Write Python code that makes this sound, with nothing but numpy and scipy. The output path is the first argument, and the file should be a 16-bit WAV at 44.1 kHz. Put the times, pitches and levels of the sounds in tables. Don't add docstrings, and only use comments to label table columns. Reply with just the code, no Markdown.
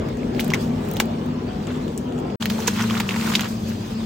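import sys
import numpy as np
from scipy import signal
from scipy.fft import rfft, irfft, next_fast_len
from scipy.io import wavfile
from scipy.ndimage import uniform_filter1d, map_coordinates

SR = 44100
rng = np.random.default_rng(int(sys.argv[2]) if len(sys.argv) > 2 else 0)


def put_to_file(sound):
    columns = np.atleast_2d(sound).T
    safe = np.clip(columns, -1, 1)
    whole_steps = np.round(safe * 32767)
    wavfile.write(sys.argv[1], SR, whole_steps.astype(np.int16))


N = 178781

FIRST_END_S, SECOND_START_S = 2.3585, 2.399
# f/Hz, relative density/dB
HISS_SPECTRUM = [(900, -120), (1500, -17), (2500, 2), (3600, 1.5), (4800, 0.5), (6000, -5.5), (8000, -7.5),
                 (13000, -21), (18000, -7)]
# f/Hz, left-right correlation
DIFFUSE_CORRELATION = [(60, 1), (250, 0.98), (430, 0.79), (600, 0.22), (800, 0.22), (1500, 0.76),
                       (3000, 0.079), (5200, -0.071), (6500, 0.54), (9000, 1), (12500, 1), (16000, -0.0088)]
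# f/Hz, left-right correlation
CLOSE_CORRELATION = [(500, 0.17), (1000, 0.36), (2000, 0.38), (3500, 0.36), (5200, 0.059), (6500, 0.58),
                     (10000, 1), (12500, 1), (16000, 0.4)]


def amp(db):
    return 10 ** (np.asarray(db) / 20)


def unit(x):
    return x / np.sqrt(np.mean(x ** 2) + 1e-20)


def along(points, hz):
    f, v = np.transpose(points)
    return np.interp(np.log(hz + 1), np.log(f + 1), v)


def curves(rows):
    s, *columns = np.transpose(rows)
    return [np.interp(np.arange(N) / SR, s, column) for column in columns]


def wobble(rate):
    knots = rng.standard_normal(int(N * rate / SR) + 4)
    return map_coordinates(knots, [np.arange(N) * rate / SR])


def filtered(x, response):
    n = x.shape[-1]
    m = next_fast_len(n + 4096)
    return irfft(rfft(x, m) * response(np.fft.rfftfreq(m, 1 / SR)), m)[..., :n]


def spread(pair, correlation):
    def weights(hz):
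        angle = np.arccos(np.clip(along(correlation, hz), -1, 1)) / 2
        return np.array([np.cos(angle), np.sin(angle)])

    mid, side = filtered(pair, weights)
    return np.array([mid + side, mid - side])


def noise(spectrum, patchy_db, size=512):
    z = signal.stft(rng.standard_normal((2, N + size)), nperseg=size)[2]
    field = uniform_filter1d(rng.standard_normal(z.shape[1:]), size=4, axis=0)
    field = uniform_filter1d(field, size=8, axis=1)
    pair = signal.istft(z * amp(patchy_db * unit(field)), nperseg=size)[1][:, :N]
    return unit(filtered(pair, lambda hz: amp(along(spectrum, hz))))


def second_place():
    return np.arange(N) / SR > (FIRST_END_S + SECOND_START_S) / 2


def motors(tones, waver, swing_db, rate, waver_rate=9):
    t = np.arange(N) / SR
    total = 0
    for hz, db in tones:
        strength = amp(db) * np.sqrt(2) * unit(amp(swing_db * wobble(rate)))
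        total = total + strength * np.sin(2 * np.pi * hz * t + waver * wobble(waver_rate))
    return total


def refrigeration():
    # f/Hz, level against its hum/dB
    case_tones = [
        [(241, -2), (252, -3.5)],
        [(225, 0.5)],
        [(199, 1.5)],
        [(156.8, -0.5), (99.6, -7)],
    ]
    # f/Hz, level against its hum/dB
    freezer_tones = [
        [(223.5, 1.5), (442, -18.5)],
        [(196.5, 0)],
        [(113, 0)],
        [(97, 0)],
    ]
    # t/s, four motor levels/dB
    hum_levels = [
        [(0.0, -38, -36, -41, -29), (0.25, -29.5, -33.5, -43, -42), (0.36, -35, -37, -48, -42),
         (0.47, -34, -30, -28.5, -30), (0.76, -25, -34, -43, -32), (0.93, -50, -36, -35.5, -32),
         (1.02, -32, -26.5, -37.5, -34), (1.24, -34, -34, -36, -37), (1.3, -26.5, -50, -54, -31.5),
         (1.56, -36, -39, -34, -41), (1.65, -39, -49, -35, -32), (1.71, -28.5, -50, -64, -31.5),
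         (1.86, -34, -31, -36, -37), (1.9, -37.5, -37, -43, -44), (2.19, -29.5, -46, -53, -36),
         (2.34, -36, -57, -35, -41)],
        [(2.42, -29.5, -33, -44, -38), (2.518, -26.5, -25, -44, -35), (2.628, -32.5, -45, -59, -47),
         (2.66, -33.5, -31.5, -44, -37), (2.832, -25, -29, -31, -60), (2.968, -25.5, -30, -33.5, -40),
         (3.09, -39.5, -28, -48, -49), (3.196, -25.5, -32, -52, -37), (3.364, -28, -28.5, -52, -58),
         (3.464, -40.5, -36, -35, -42), (3.522, -27, -30, -62, -49), (3.572, -31.5, -36, -46, -41),
         (3.832, -33.5, -32, -33, -35), (3.872, -39, -63, -49, -62), (3.93, -30, -30, -34, -35),
         (4.05, -30, -45, -53, -57)],
    ]
    # f/Hz, level/dB
    whistle_lines = [(4180, -57), (4830, -57)]
    # t/s, deep level/dB, rumble level/dB, rush level/dB, hiss level/dB
    air_levels = [
        [(0.0, -36, -26.5, -33.5, -47.5), (1.2, -40, -29, -34, -48), (1.8, -42.5, -28.5, -36, -49),
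         (2.34, -43, -29, -35, -50)],
        [(2.42, -44.5, -31.5, -35.5, -60), (3.3, -46.5, -28.5, -36.5, -54), (4.05, -40.5, -32.5, -37.5, -43.5)],
    ]
    # f/Hz, relative density/dB
    deep_spectrum = [(12, -120), (25, -8), (38, -6.5), (52, 3), (75, -6), (95, -23), (150, -120)]
    # f/Hz, relative density/dB
    case_rumble_spectrum = [(47, -35), (80, -6.5), (144, -4), (189, -5.5), (241, -2.5), (297, -6.5),
                            (368, -6.5), (500, -13), (650, -26.5), (1100, -120)]
    # f/Hz, relative density/dB
    freezer_rumble_spectrum = [(47, -33), (80, -4.5), (108, -1.5), (151, -1.5), (210, -0.5), (245, -3),
                               (279, -6.5), (351, -7.5), (500, -23), (650, -87), (1100, -120)]
    # f/Hz, relative density/dB
    rush_spectrum = [(200, -120), (330, -5.5), (450, 0), (650, -3), (1000, -8.5), (1600, -17.5),
                     (2500, -24), (3500, -25.5), (5000, -120)]
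    # f/Hz, left-right level difference/dB
    lean_points = [(60, 1.5), (110, 0.5), (200, 2.5), (380, 4.5), (700, 0.5), (1290, 0.5), (2380, 1),
                   (4400, -1.5), (8120, 0), (15000, 1)]
    # f/Hz, lag of the left/rad
    lag_points = [(250, .1), (430, .4), (700, 2.3), (1000, 2.5), (1500, 1.5), (1800, 0)]

    late = second_place()
    tones = 0
    for db, case, freezer in zip(curves(np.vstack(hum_levels)), case_tones, freezer_tones):
        at_freezer = motors(freezer, waver=0.086, swing_db=0.46, rate=7.33)
        at_case = motors(case, waver=0.58, swing_db=1.0, rate=8.25)
        tones = tones + amp(db) * np.where(late, at_freezer, at_case)
    tones += late * motors(whistle_lines, waver=2.5, swing_db=4, rate=12, waver_rate=130)

    deep_db, rumble_db, rush_db, hiss_db = curves(np.vstack(air_levels))
    freezer_rumble = noise(freezer_rumble_spectrum, patchy_db=1.25)
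    case_rumble = noise(case_rumble_spectrum, patchy_db=1.23)
    air = amp(deep_db) * noise(deep_spectrum, patchy_db=0.0)
    air += amp(rumble_db) * np.where(late, freezer_rumble, case_rumble)
    air += amp(rush_db + 1.2 * wobble(7.16)) * noise(rush_spectrum, patchy_db=2.0, size=1024)
    air += amp(hiss_db) * noise(HISS_SPECTRUM, patchy_db=4.0)

    def skew(hz):
        left_over_right = amp(along(lean_points, hz)) * np.exp(-1j * along(lag_points, hz))
        return left_over_right ** np.array([[.5], [-.5]])

    return filtered(spread(air, DIFFUSE_CORRELATION), skew) + tones * amp([[.8], [-.8]])


def swells():
    # centre t/s, time from centre to the 1/e^2 point/s, f/Hz, level/dB
    swell_events = [(0.03, .08, 470, -35), (0.72, .05, 1150, -48), (1.096, .05, 610, -37),
                    (1.3, .06, 1230, -53), (1.402, .08, 1000, -47), (1.553, 0.094, 735, -40),
                    (1.62, .06, 830, -45), (1.86, 0.04, 640, -42.5), (2.073, .12, 965, -48),
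                    (2.107, 0.14, 1280, -53.5), (2.27, 0.076, 1040, -47.5), (2.318, 0.045, 1290, -54)]
    t = np.arange(N) / SR
    pair = np.zeros((2, N))
    for s, length, hz, db in swell_events:
        tone = [motors([(hz, db)], waver=0.87, swing_db=0.0, rate=19, waver_rate=30) for _ in "LR"]
        pair += np.exp(-2 * ((t - s) / length) ** 2) * np.array(tone)
    return spread(pair, DIFFUSE_CORRELATION)


def crinkle(spectrum, per_second, size_db, life_s):
    when, luck = rng.random((2, 4000))[:, :int(per_second * N / SR)]
    hits = np.bincount((when * N).astype(int), amp(-size_db * np.log(luck + 0.022)), N)
    envelope = signal.lfilter([1], [1, -np.exp(-1 / (life_s * SR))], hits)
    return unit(noise(spectrum, patchy_db=2.5) * envelope)


def crackle(per_second, centre_hz, octaves, cycles, size_db):
    when, luck = rng.random((2, 6000))[:, :int(per_second * N / SR)]
    start = (when * N).astype(int)
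    hz = centre_hz * 2 ** (octaves * rng.standard_normal(6000)[:len(when)])
    hz = np.clip(hz, 950, 7000)[:, None]
    clump_db = 1.6 * wobble(45)[start]
    size = amp(-size_db * np.log(luck + 0.049) + clump_db)[:, None]
    t = np.arange(300) / SR
    u = t * hz / cycles
    pops = size * u * np.exp(1 - u) * np.sin(2 * np.pi * hz * t)
    at = start[:, None] + np.arange(len(t))
    pair = [np.bincount(at[k::2].ravel(), pops[k::2].ravel(), N + len(t))[:N] for k in (0, 1)]
    return unit(np.array(pair))


def handling():
    # t/s, creasing level/dB, rustling level before film and swish gains/dB
    handling_levels = [
        [(0.0, -45.5, -73), (0.33, -51, -71), (0.39, -39, -59.5), (0.46, -44, -59), (0.525, -39, -72),
         (0.55, -28.5, -70), (0.61, -48, -53.5), (0.7, -45, -67.5), (0.93, -44, -61.5), (1.15, -57, -72),
         (1.5, -43.5, -73.5), (1.73, -39.5, -64.5), (1.95, -54, -69), (2.34, -54, -77)],
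        [(2.42, -32.5, -51.5), (2.47, -42.5, -57), (2.65, -34.5, -53), (2.74, -36.5, -49.5), (2.8, -25, -50),
         (2.87, -37.5, -52), (2.96, -29, -51), (3.036, -37.5, -56.5), (3.125, -32, -52.5), (3.164, -30, -47.5),
         (3.186, -32, -49), (3.25, -29.5, -48.5), (3.32, -28.5, -48.5), (3.375, -36, -52), (3.45, -31.5, -54.5),
         (3.52, -47, -55.5), (3.62, -50.5, -60), (3.68, -40, -54.5), (3.78, -46, -59.5), (4.05, -43.5, -62.5)],
    ]
    # f/Hz, relative density/dB
    crease_spectrum = [(500, -120), (800, -6), (1200, 3), (2200, -9), (3500, -6), (5000, -25), (8000, -84),
                       (12000, -120)]
    # f/Hz, relative density/dB
    film_spectrum = [(2000, -120), (3500, -8), (5500, 0), (8000, -1.5), (12500, -4), (15000, -8),
                     (18000, -10)]

    crease_db, rustle_db = curves(np.vstack(handling_levels))
    crease = amp(-7) * crinkle(crease_spectrum, 690, size_db=4.0, life_s=0.004)
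    crease += amp(-4.5) * crackle(1400, centre_hz=1970, octaves=0.83, cycles=0.81, size_db=1.5)
    film = amp(12.0) * crinkle(film_spectrum, 900, size_db=4.0, life_s=0.012)
    swish = amp(rustle_db + 12.5) * noise(HISS_SPECTRUM, patchy_db=3.5)
    close = amp(crease_db + wobble(29.98)) * crease
    close += amp(rustle_db + 0.86 * wobble(23.3)) * film
    return spread(close, CLOSE_CORRELATION) + spread(swish, DIFFUSE_CORRELATION)


def blip(t, hz, rise_ms):
    roundness = 2.23
    sag = 0.1
    rise = np.clip(rise_ms, .1, 5) / 1000
    u = t / rise
    cycles = hz * (t * (1 - sag) + 2 * sag * rise * (1 - np.exp(-u)))
    return (u * np.exp(1 - u)) ** roundness * np.sin(2 * np.pi * cycles)


def snaps(table, gain_db, pop_ms, scatter_db, tail_s, sharp, bright_db, fizz_db):
    crack_db, crack_t60 = -14, 0.0011
    echo_db, echo_t60 = -20.5, 0.09
    answer_s = 0.00076
    slower = 1.24

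    out, t = np.zeros((2, N + 8192)), np.arange(3000) / SR
    top = signal.butter(2, 9000, "high", fs=SR)
    u = 1000 * t / np.clip(pop_ms, .1, 4)
    pop = u * np.exp(1 - u)
    tail = amp(scatter_db - 60 * t / tail_s) + amp(echo_db - 60 * t / echo_t60)
    tail *= 1 - np.exp(-(t / answer_s) ** 2)
    for s, low_db, low_hz, rise_ms, high_db, high_hz, treble_db, pan_db in table:
        burst = rng.standard_normal((4, 2, len(t)))
        sound = amp(treble_db + fizz_db) * signal.lfilter(*top, burst[2] * (pop + tail))
        crack = np.diff(uniform_filter1d(burst[3, 0], size=4), prepend=0) * 2
        sound[0] += amp(crack_db - 60 * t / crack_t60) * crack
        pops = ((0, low_hz, rise_ms, burst[0]), (high_db + bright_db, high_hz, pop_ms, burst[1]))
        for db, hz, ms, hiss in pops:
            answers = unit(signal.lfilter(*signal.iirpeak(hz, sharp, fs=SR), hiss)) * tail
            sound += amp(db) * answers
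            sound[0] += amp(db) * blip(t, hz, slower * ms)
        level = amp(low_db + gain_db + np.array([[pan_db / 2], [-pan_db / 2]]))
        out[:, round(s * SR):][:, :len(t)] += spread(sound, CLOSE_CORRELATION) * level
    return out[:, :N]


def knocks(blows, modes):
    out, t = np.zeros(N + SR), np.arange(SR // 4) / SR
    for s, db in blows:
        for hz, level, t60 in modes:
            ring = amp(db + level - 60 * t / t60) * np.sin(2 * np.pi * hz * t)
            out[round(s * SR):][:len(t)] += ring
    return out[:N]


def tray():
    # t/s, level before gain/dB, low pop f/Hz, its rise before slowing/ms,
    # high pop relative level before bright_db/dB, high pop f/Hz,
    # fizz relative level before fizz_db/dB, left-right level difference/dB
    tray_events = [(0.0878, -29, 2040, 0.24, -10, 6610, -12, -1),
                   (0.1714, -39, 1640, 0.43, 4.5, 7400, -17, -2),
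                   (0.2309, -32.5, 2290, 1, -21, 5430, -27.5, -2),
                   (0.348, -32.5, 2100, .3, 3, 3400, -27, -6), (0.3634, -32, 2580, .3, -10, 4200, -23, -5),
                   (0.3948, -12, 2360, 0.54, -1, 2890, -26, 2), (0.4013, -25, 4140, 0.39, 2, 5500, 0, -8),
                   (0.4071, -17.5, 3320, 0.38, -4.5, 6230, -7, -3),
                   (0.4447, -36, 3730, 0.47, 10, 8300, 6.5, 5.5),
                   (0.4798, -31, 1420, 0.33, -4, 4460, 1.5, 2),
                   (0.5034, -18.5, 2900, 0.44, -1.5, 5800, -16, -1),
                   (0.5165, -25.5, 2050, 0.24, -5, 3300, -29, -2),
                   (0.518, -19, 1120, 0.75, -20, 4480, -34, -3),
                   (0.5362, -6.5, 2200, 1.1, -10, 6200, -25, 2),
                   (0.5438, -14, 2300, 0.57, -2, 6250, -13, -3), (0.809, -49.5, 3000, .4, 0, 7000, 6, 3),
                   (0.849, -51, 3000, .4, 0, 7000, 6, 1), (0.8872, -31.5, 2620, 0.44, -9, 6960, -2.5, -4),
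                   (0.903, -46, 3000, .4, 2, 7000, 7, 0), (0.9135, -35.5, 2370, 0.4, 7, 6370, 6, 4),
                   (0.9366, -40, 1360, .46, 1, 7260, 10, 4), (0.9606, -32, 2350, .46, 3, 6830, -17, 3),
                   (0.9678, -19, 3350, 0.32, -10, 5550, -8.5, -2.5),
                   (1.0001, -6, 3200, 0.28, -4, 4570, -10, -1.5),
                   (1.0013, -15, 2350, 1.07, 1, 7600, -8, 7.5),
                   (1.0044, -12.5, 1510, 0.53, -7, 7200, -11, -1),
                   (1.0569, -42, 2260, .46, -2, 6440, 7, -5), (1.2612, -42.5, 1890, 0.39, -9, 5380, 3, 1),
                   (1.6702, -30.5, 3250, 0.44, 1.5, 7490, -29, 3.5),
                   (1.76, -44, 3300, 0.37, 8, 7700, -10, 1), (1.88, -32.5, 3270, 0.5, -4, 7620, -14, 0),
                   (1.9767, -28, 6800, 0.5, 9.5, 8470, -21, 1.5),
                   (2.1232, -36, 3080, 0.63, -2, 7600, -26, -1), (2.1794, -39, 3120, 0.52, 0, 7260, -15, 4),
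                   (2.188, -44, 2980, .4, 12, 7500, -3, 1), (2.2, -44, 3000, .4, 5, 7300, 2, -1),
                   (2.3018, -32, 2940, .46, -24, 5960, -33, 1)]
    # t/s, level/dB
    tray_blows = [(1.002, -15.5)]
    # f/Hz, relative level/dB, t60/s
    tray_resonances = [(857, -3, 0.032), (1087, 2, 0.012), (1560, -1, 0.015)]
    snapping = snaps(tray_events, gain_db=1.5, pop_ms=0.36, scatter_db=-18, tail_s=.028,
                     sharp=1.6, bright_db=-2.0, fizz_db=3.5)
    return snapping + knocks(tray_blows, tray_resonances)


def bag():
    # t/s, level before gain/dB, low pop f/Hz, its rise before slowing/ms,
    # high pop relative level before bright_db/dB, high pop f/Hz,
    # fizz relative level before fizz_db/dB, left-right level difference/dB
    bag_events = [(2.4105, -29, 2170, 0.19, -6, 6800, -16, 3),
                  (2.4242, -12.5, 3520, 0.42, -4, 4400, -25, -5),
                  (2.427, -21, 1330, 0.55, -6, 7400, -16, 3),
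                  (2.4567, -10.5, 2260, 0.34, -4.5, 4400, -12, 0),
                  (2.4996, -14.5, 3350, 0.16, -4.5, 5530, -11, -2),
                  (2.5025, -18, 1440, 0.22, 3.5, 3360, -13, -5), (2.521, -25.5, 2300, .3, 0, 5200, -8, 2),
                  (2.5826, -22, 1420, 0.25, -10, 4460, -14, -3),
                  (2.589, -22, 900, 1.3, -12, 4000, -24, -0.5),
                  (2.6035, -25, 1710, 0.48, 4.5, 6000, -3, -2),
                  (2.6226, -25.5, 3140, 0.48, -14, 7750, -19, -1),
                  (2.6716, -17, 2360, 0.2, 2, 8200, -12, 3),
                  (2.6754, -15.5, 4400, 0.24, 10, 6300, -13, -6.5),
                  (2.679, -8.5, 2250, 0.27, 3.5, 7100, -10, -2.5), (2.6823, -17, 1610, 1, 2, 3720, -17, -2),
                  (2.6842, -16.5, 3800, 0.47, -10, 5240, -16, 5), (2.721, -33, 3220, .4, 0, 5500, -12, 0),
                  (2.7385, -34, 2700, .5, 2, 4050, -13, 0), (2.758, -29, 1620, 0.33, 2, 2800, -15, -4),
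                  (2.764, -23, 2600, 0.35, -5, 1300, -14, -1), (2.771, -33, 4200, 1, -6, 6330, -12, 1),
                  (2.775, -25, 2300, 0.35, -2, 1100, -16, -2), (2.787, -27.5, 2920, .4, -1, 1200, -15, -2),
                  (2.804, -20, 1070, .6, 3, 3000, -15, -2), (2.781, -31, 1430, 1.4, 6, 2000, -19, -5),
                  (2.7935, -22, 940, 2, 9, 1900, -18, -3), (2.799, -24, 1500, 0.59, 1, 2700, -18, -3),
                  (2.8086, -18, 1900, 0.44, -1, 6660, -17, -3), (2.811, -20, 1120, 0.6, -2, 3500, -19, -3),
                  (2.8232, -23, 2200, .33, 9, 5940, -11, 0), (2.833, -23, 1210, 1, -5, 2500, -20, -3),
                  (2.8394, -19, 1560, 0.37, -5, 5490, -16, -4), (2.842, -22, 950, 0.79, -1, 2040, -16, -3),
                  (2.8996, -18, 2620, 0.4, -7, 5700, -17, 0),
                  (2.9078, -21.5, 1210, 1.3, 7.5, 3260, -20, -2),
                  (2.934, -39, 1100, 0.76, -4, 2800, -20, -2), (2.941, -26, 1560, 0.77, -5, 2900, -18, -5),
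                  (2.9525, -22, 1000, 0.5, 9, 2400, -22, -3),
                  (2.968, -25.5, 1280, 1.1, -1, 3000, -18, -1.5),
                  (2.9766, -21, 1210, 0.46, 5.5, 3920, -17, -3),
                  (3.0008, -11, 2460, 0.28, -4.5, 7300, -12, 0.5),
                  (3.003, -18.5, 910, 1.6, 0, 5000, -14, -3.5),
                  (3.0052, -14, 1940, 0.44, -1.5, 4000, -21, -3),
                  (3.0348, -33, 1250, 0.74, -3, 4460, -18, -4), (3.069, -34, 1130, 0.93, -6, 2500, -15, -1),
                  (3.0906, -11.5, 2900, 0.49, -4.5, 1700, -36, -2),
                  (3.1085, -14.5, 2540, 0.38, -21, 5790, -27, -1),
                  (3.1329, -35, 3400, .33, -4, 4630, -1, -1),
                  (3.1423, -18.5, 2000, 0.52, -18, 7210, -19, -1),
                  (3.1609, -21.5, 2170, .6, -17, 7400, -17, 0), (3.162, -22.5, 940, 1.2, -8, 4200, -19, -2),
                  (3.1645, -25.5, 2200, .8, 0, 4200, -17, -1), (3.1974, -26, 2240, 0.66, -10, 5790, -18, 1),
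                  (3.199, -29, 1410, 1.2, -4, 4000, -16, -8), (3.2116, -18.5, 2850, 0.27, -3, 4690, -12, 1),
                  (3.2226, -27, 2140, 1.3, -16, 6160, -16, 2), (3.2446, -29, 2320, 2.4, -8, 1460, -11, 2),
                  (3.2731, -24.5, 1460, 2.7, -5, 900, -13, -9), (3.306, -32, 1090, 0.63, 5, 2090, -16, -4),
                  (3.3372, -15.5, 2020, 0.34, -1, 3200, -17.5, -8),
                  (3.344, -20, 3000, 0.54, 5, 4300, -18, 0), (3.3495, -25, 1970, 0.43, 0, 5000, -18, -2),
                  (3.3524, -2.5, 3040, 0.28, -3.5, 4670, -23, 2.5),
                  (3.3556, -11, 3660, 0.68, 1, 4870, -19, -8),
                  (3.3945, -13.5, 1500, 0.38, 1.5, 3300, -19, -2),
                  (3.4113, -23, 1890, 0.46, -5, 1100, -18, 1), (3.4165, -24, 2880, 0.48, -4, 4000, -19, -1),
                  (3.422, -25, 4600, .6, -3, 2500, -15, 0), (3.4081, -13.5, 3100, 0.23, -3, 6630, -10, -2),
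                  (3.4342, -25, 1350, 1.1, -10, 7390, -17, -8), (3.4442, -19, 2470, 0.22, -5, 4730, -20, 0),
                  (3.4565, -19, 1340, 0.56, -2, 3300, -24, -1),
                  (3.4741, -37, 2650, 0.36, -10, 5050, -13, 0), (3.525, -32, 2200, .33, -1, 4630, -13, -1)]
    # t/s, level/dB
    bag_blows = [(2.679, -18)]
    # f/Hz, relative level/dB, t60/s
    bag_resonances = [(466, 1.5, 0.055), (970, 3.5, 0.037)]
    snapping = snaps(bag_events, gain_db=1.5, pop_ms=0.37, scatter_db=-17, tail_s=.026,
                     sharp=1.76, bright_db=-3.5, fizz_db=2.5)
    return snapping + knocks(bag_blows, bag_resonances)


def scene():
    return refrigeration() + swells() + handling() + tray() + bag()


def record(dry):
    # f/Hz, lead of the left/rad
    lead_points = [(5600, 0), (7200, 1.3), (10500, 3.14), (13400, 4.8), (15800, 6.28)]
    bass_hz = 46.5
    top_hz, top_side_hz = 15900, 14600
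    fade_out_s, fade_in_s = 0.00071, 0.0093

    pair = filtered(dry, lambda hz: np.exp(.5j * along(lead_points, hz) * np.array([[1], [-1]])))
    pair = signal.lfilter(*signal.butter(2, bass_hz, "high", fs=SR), pair)
    t = np.arange(N) / SR
    fade_in = np.clip((t - SECOND_START_S) / fade_in_s, 0, 1)
    fade_out = np.clip((FIRST_END_S - t) / fade_out_s, 0, 1)
    pair = pair * np.where(second_place(), fade_in, fade_out)
    mid = filtered(pair[0] + pair[1], lambda hz: hz < top_hz)
    side = filtered(pair[0] - pair[1], lambda hz: hz < top_side_hz)
    return np.array([mid + side, mid - side]) / 2


dry = scene()
out = record(dry)
put_to_file(out)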